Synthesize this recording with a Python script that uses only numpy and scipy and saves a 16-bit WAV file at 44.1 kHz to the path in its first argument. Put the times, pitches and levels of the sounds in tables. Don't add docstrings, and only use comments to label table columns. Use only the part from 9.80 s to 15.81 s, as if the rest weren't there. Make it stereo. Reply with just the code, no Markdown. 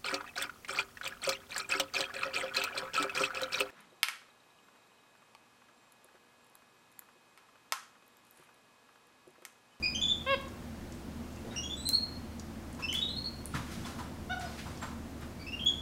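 import sys
import numpy as np
from scipy import signal
from scipy.fft import rfft, irfft
from scipy.io import wavfile
from scipy.ndimage import uniform_filter1d

SR = 44100
rng = np.random.default_rng(int(sys.argv[2]) if len(sys.argv) > 2 else 0)


def file_out(sig):
    cols = np.atleast_2d(sig).T
    lim = np.clip(cols, -1, 1)
    pcm = np.round(lim * 32767).astype(np.int16)
    wavfile.write(sys.argv[1], SR, pcm)


N = 265248

# frequency in Hz, left-right likeness (negative values count as 0).
LIKENESS = [(60, 0.97), (130, 0.97), (290, 0.93), (640, 0.58), (1410, -0.004), (3100, -0.63), (6820, 0.086),
            (15000, -0.61)]


def undb(db):
    return 10 ** (np.asarray(db) / 20)


def unit(x):
    return x / np.sqrt(np.mean(x ** 2))


def band(x, hz, width):
    return signal.lfilter(*signal.iirpeak(min(hz, .45 * SR), hz / width, fs=SR), x)


def along(table, hz):
    f, v = np.transpose(table)
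    return np.interp(np.log(hz + 1), np.log(f + 1), v)


def walk(rate, size=N):
    hold = int(SR / rate)
    steps = np.repeat(rng.standard_normal(size // hold + 1), hold)
    return 1.322 * uniform_filter1d(uniform_filter1d(steps, hold), hold)[:size]


def add(out, start, x):
    i = int(round(start * SR))
    x = x[..., :N - i]
    out[..., i:i + x.shape[-1]] += x


def sides(pan_db):
    return undb(np.array([[pan_db], [-pan_db]]) / 2)


def grains(rows, size, spread_db=1.6):
    return rng.standard_normal((rows, size)) * undb(spread_db * rng.exponential(size=size))


def room_tone():
    # frequency in Hz, relative noise density in dB.
    air_spectrum = [(12, -27), (20, -3), (48, -16), (81, -6), (113, -7), (198, -7), (234, -2), (301, -13),
                    (347, -8), (377, -17), (485, -15.5), (1440, -22), (3530, -30), (5530, -32),
                    (16000, -41)]
    # hum frequency in Hz, relative level in dB, pitch wander in Hz.
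    hum_lines = [(75.3, -48.5, 3.03), (231, -53.5, 9.02), (278, -58, 5.88), (339, -61.5, 3.07)]
    hz = np.fft.rfftfreq(N, 1 / SR)
    alike = np.clip(along(LIKENESS, hz), 0, 1)
    mid, side = rfft(rng.standard_normal((2, N))) * undb(along(air_spectrum, hz))
    air = irfft(np.sqrt(1 + alike) * mid + np.sqrt(1 - alike) * side * np.array([[1], [-1]]), N)
    out = unit(air) * undb(-44.5 + 0.067 * walk(2.85))
    for hum_hz, db, wander_hz in hum_lines:
        phase = 2 * np.pi * np.cumsum(hum_hz + wander_hz * walk(9)) / SR
        out += undb(db + 1 + 0.9 * walk(7.6)) * np.sin(phase)
    return out


def room_response(onset_s):
    # frequency in Hz, seconds to fall 60 dB.
    decay_times = [(200, 0.26), (1000, 0.68), (3500, 0.4), (7000, 0.39), (14000, 0.35)]
    # delay in seconds, left gain in dB, right gain in dB.
    echoes = [(.0012, -22, -35.5), (.0045, -21, -12), (.009, -15, -3.5), (0.0161, -11, -6), (.024, -8, -10)]
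    t = np.arange(SR) / SR
    response = np.zeros((2, SR))
    shared = rng.standard_normal(SR)
    for hz in 125 * 2 ** np.arange(0, 7.1, .5):
        alike = np.clip(along(LIKENESS, hz), 0, 1)
        noise = np.sqrt(alike) * shared + np.sqrt(1 - alike) * rng.standard_normal((2, SR))
        response += band(noise, hz, hz / 3) * undb(-60 * t / along(decay_times, hz))
    response *= undb(-27.5) * np.clip(t / onset_s, 0, 1)
    for delay, left_db, right_db in echoes:
        response[:, int(delay * SR)] += undb([left_db, right_db])
    return response


def stretch():
    # time in seconds, level in dB.
    pulls = [
        [(1.45, -58), (1.6, -67), (1.78, -58), (1.85, -50)],
        [(3.7, -46), (3.86, -54), (3.93, -49), (4.0, -52.5), (4.07, -49.5), (4.302, -63), (4.554, -62),
         (4.684, -52.5), (4.91, -53), (5.08, -58.5), (5.426, -90), (5.55, -58)],
    ]
    out = np.zeros((2, N))
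    for pull in pulls:
        times, db = np.transpose(pull)
        t = np.arange(times[0], times[-1], 1 / SR)
        crackle = unit(band(band(grains(2, len(t)), 1650, 5600), 2800, 10000))
        patches_db = 1.5 * walk(25, len(t))
        gate = np.clip(np.minimum(t - times[0], times[-1] - t) / 0.073, 0, 1)
        add(out, times[0], crackle * gate * undb(np.interp(t, times, db) + patches_db))
    return out


def ticks(t60_s=0.029):
    # start in seconds, relative level in dB, centre in Hz.
    slips = [(0.612, -49, 9930), (0.6823, -45.5, 7400), (1.1227, -39, 6000), (1.1488, -49, 8200),
             (1.5244, -48, 6880), (1.5604, -45, 5800), (2.596, -33, 5900), (2.9282, -44, 8800),
             (2.948, -42, 6210), (4.597, -40, 7040), (4.9736, -42, 5500), (5.4114, -49, 10000),
             (5.846, -44, 13000)]
    out, t = np.zeros((2, N)), np.arange(SR // 20) / SR
    for start, db, hz in slips:
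        burst = unit(rng.standard_normal(len(t))) * undb(db - 60 * t / t60_s)
        add(out, start, sides(-7) * band(band(burst, hz, .6 * hz), hz, .6 * hz))
    return out


def clinks():
    # start in seconds, level in dB, ring in Hz, seconds to fall 60 dB.
    knocks = [(1.57, -48.5, 2720, 0.052), (1.708, -46.5, 3760, 0.12), (2.12, -49.5, 1390, 0.17),
              (2.989, -45, 1080, 0.25), (3.128, -16.5, 2190, 0.011), (3.74, -22.5, 1350, 0.021),
              (3.974, -33, 175, 0.074), (4.048, -35.5, 3440, 0.034), (4.186, -43.5, 950, 0.29),
              (4.655, -48.5, 5060, 0.14), (4.67, -51, 4270, 0.17), (5.012, -47.5, 7500, 0.22)]
    out, t = np.zeros((2, N)), np.arange(SR // 3) / SR
    attack = np.clip(t / 0.004, 0, 1)
    for start, db, hz, t60 in knocks:
        ring = np.sin(2 * np.pi * hz * t + 1.8 * walk(120, len(t)))
        add(out, start, undb(db - 60 * t / t60) * sides(-5) * attack * ring)
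    return out


def squelches(rise_s=0.02, fade_s=0.046, fizz_hz=3500):
    # start in seconds, level in dB, body in Hz, thump and fizz in dB against the body.
    presses = [(1.64, -42, 470, -6, -18), (1.712, -47, 1590, 0, -17), (2.987, -46.5, 1070, -19, -2.5),
               (3.131, -49, 1690, -5, 9.5), (3.735, -35, 1260, 1.5, -4.5), (3.903, -51.5, 1370, 9, 5.5),
               (3.967, -55, 1420, 13.5, -5), (4.044, -42.5, 1050, -20, -2), (4.179, -41, 1040, -6, -4),
               (4.599, -48, 1420, 5, 4), (4.657, -46.5, 1020, -15, -16), (4.772, -45, 1970, -1, 1),
               (4.852, -44, 966, -6, -10), (5.015, -36.5, 1070, -9, -8.5), (5.405, -47.5, 1120, -9, -5),
               (5.877, -51, 1120, 0.5, 0.5)]
    out, t = np.zeros((2, N)), np.arange(SR // 3) / SR
    swell = np.sin(np.pi / 2 * np.clip(t / rise_s, 0, 1))
    for start, db, hz, thump_db, fizz_db in presses:
        crackle = grains(4, len(t))
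        thump = undb(thump_db) * unit(band(band(crackle[0], 140, 150), 140, 150))
        body = unit(band(band(crackle[1], hz, 0.91 * hz), hz, 0.91 * hz))
        fizz = undb(fizz_db) * unit(band(band(crackle[2:], fizz_hz, 4000), fizz_hz, 14000))
        fade = np.exp(-t / fade_s) * undb(walk(74, len(t)))
        add(out, start, undb(db) * sides(-2.5) * fade * (swell * (body + thump) + swell ** 2 * fizz))
    return out


def pops(edge_hz=13500):
    # start in seconds, level in dB, ring in Hz, edge in dB against the ring,
    # left minus right in dB, seconds to fall 60 dB.
    bubbles = [(2.0907, 7, 9600, -5, -.6, 0.00032), (3.1286, -15.5, 6800, -16, -1.5, 0.0013),
               (3.14, -20.5, 10300, -2, -9, 0.0014), (3.6569, -19, 9660, -11, -5, 0.0023)]
    out, t = np.zeros((2, N)), np.arange(SR // 50) / SR
    attack = np.clip(t / .00012, 0, 1)
    for start, db, hz, edge_db, pan_db, t60 in bubbles:
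        ring = np.sin(2 * np.pi * hz * t) + undb(edge_db) * np.sin(2 * np.pi * edge_hz * t)
        add(out, start, undb(db - 60 * t / t60) * sides(pan_db) * attack * ring)
    return out


def hoots(closing_s=0.037):
    # time in seconds, pitch in Hz, relative level in dB.
    contours = [
        [(0.462, 517, -37), (0.508, 554.7, -27.5), (0.532, 544.6, -25.5), (0.546, 522, -25.5),
         (0.556, 477, -47)],
        [(4.494, 704, -42.5), (4.515, 736.4, -35.5), (4.535, 737, -37.5), (4.552, 692, -40)],
        [(4.59, 752, -43), (4.615, 732, -47.5), (4.675, 664, -51)],
    ]
    # multiple of the pitch, level in dB before the tilt.
    spectra = [
        [(1, 4.5), (2, 0), (3, -5.5), (4, -7.5), (5, -5.5), (6, -6.5), (7, -10), (8, -19), (9, -18), (10, -39)],
        [(1, 0.5), (2, 0), (3, -17.5), (4, -12.5), (5, -12), (6, -23), (7, -32), (8, -28)],
        [(1, 4), (2, -18), (3, -33)],
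    ]
    wall_feeds_db = [-14.5, -6, -8.5]
    jitters = [.0015, .011, .014]
    out = np.zeros((2, N))
    for contour, partials, wall_db, jitter in zip(contours, spectra, wall_feeds_db, jitters):
        times, hz, db = np.transpose(contour)
        start, end = times[0], times[-1]
        t = np.arange(start, end, 1 / SR)
        pitch = np.interp(t, times, hz) * (1 + jitter * walk(315, len(t)))
        phase = 2 * np.pi * np.cumsum(pitch) / SR
        tilt = np.interp(t, [end - closing_s, end], [4.5, 1.5])
        voice = unit(sum(-undb(partial_db + tilt * np.log2(k)) * np.cos(k * phase - .15 * k * k)
                         for k, partial_db in partials))
        hiss = undb(-36) * unit(band(rng.standard_normal(len(t)) * (1 + np.cos(phase)), 13400, 1800))
        gate = np.clip(np.minimum(t - start, end - t) / 0.005, 0, 1)
        add(out, start, undb([[0], [wall_db]]) * (voice + hiss) * gate * undb(np.interp(t, times, db)))
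    return out


def peeps(attack_s=0.0032, release_s=0.0089, rasp=.32, rasp_hz=300):
    # start in seconds, pitch in Hz, level in dB, second partial in dB against the first,
    # length in seconds.
    notes = [(0.025, 2464, -31, 1, 0.04), (0.147, 3143, -29, -7, 0.018), (0.213, 3486, -26.5, -16, 0.025),
             (0.281, 3526, -23, -20.5, 0.026), (1.76, 2867, -36.5, 2, 0.027),
             (1.831, 3324, -37.5, -8, 0.019), (1.898, 3507, -35.5, -17.5, 0.022),
             (1.965, 3956, -48, -2, 0.061), (2.053, 4138, -29, -12, 0.026), (2.128, 4294, -19, -29, 0.023),
             (3.023, 2655, -33, -4.5, 0.023), (3.084, 3054, -28.5, -22.5, 0.029),
             (3.147, 3428, -27, -30, 0.029), (3.214, 3777, -29, -28.5, 0.021),
             (3.286, 4077, -35, -20.5, 0.018), (3.363, 4280, -33, -28, 0.023),
             (3.441, 4350, -32, -31, 0.024), (5.593, 2316, -51.5, 0.5, 0.043),
             (5.663, 2626, -40, -8.5, 0.022), (5.719, 2805, -40, -18, 0.029),
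             (5.792, 3210, -34.5, -37, 0.03), (5.858, 3392, -21, -20.5, 0.025)]
    scoop, climb, sag = .016, .026, .028
    out = np.zeros(N)
    for start, hz, db, second_db, length in notes:
        t = np.arange(int(length * SR)) / SR
        bend = climb * (t / t[-1] - .5) - scoop * np.exp(-t / 0.006) - sag * np.exp((t - t[-1]) / 0.0029)
        phase = 2 * np.pi * np.cumsum(hz * (1 + bend)) / SR
        phase += rasp * walk(2 * rasp_hz, len(t))
        shake = 1 + rasp / 2 * walk(rasp_hz, len(t))
        gate = np.clip(t / attack_s, 0, 1) * np.clip((t[-1] - t) / release_s, 0, 1)
        overtones = np.sin(2 * phase) + undb(-25) * np.sin(3 * phase)
        add(out, start, undb(db) * gate * shake * (np.sin(phase) + undb(second_db) * overtones))
    return out


def scene(left_lag_s=0.00011):
    peep = peeps()
    hoot, hoot_to_walls = hoots()
    snaps = pops() + ticks()
    handling = squelches() + stretch() + clinks()
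    voice = peep * sides(-8.5) + undb(3) * hoot * sides(-0.7)
    lag = np.exp(-2j * np.pi * np.fft.rfftfreq(N, 1 / SR) * left_lag_s)
    voice[0] = irfft(rfft(voice[0]) * lag, N)
    to_walls = undb(-0.5) * peep + hoot_to_walls
    to_walls += undb(-9.5) * snaps.mean(axis=0) + undb(-11.5) * handling.mean(axis=0)
    reverb = signal.fftconvolve(to_walls[None], room_response(onset_s=0.0099), axes=1)[:, :N]
    return voice + snaps + handling + reverb + room_tone()


def record(dry, top_hz=15750):
    return signal.sosfilt(signal.ellip(10, .2, 70, top_hz, fs=SR, output="sos"), dry)


dry = scene()
out = record(dry)
file_out(out)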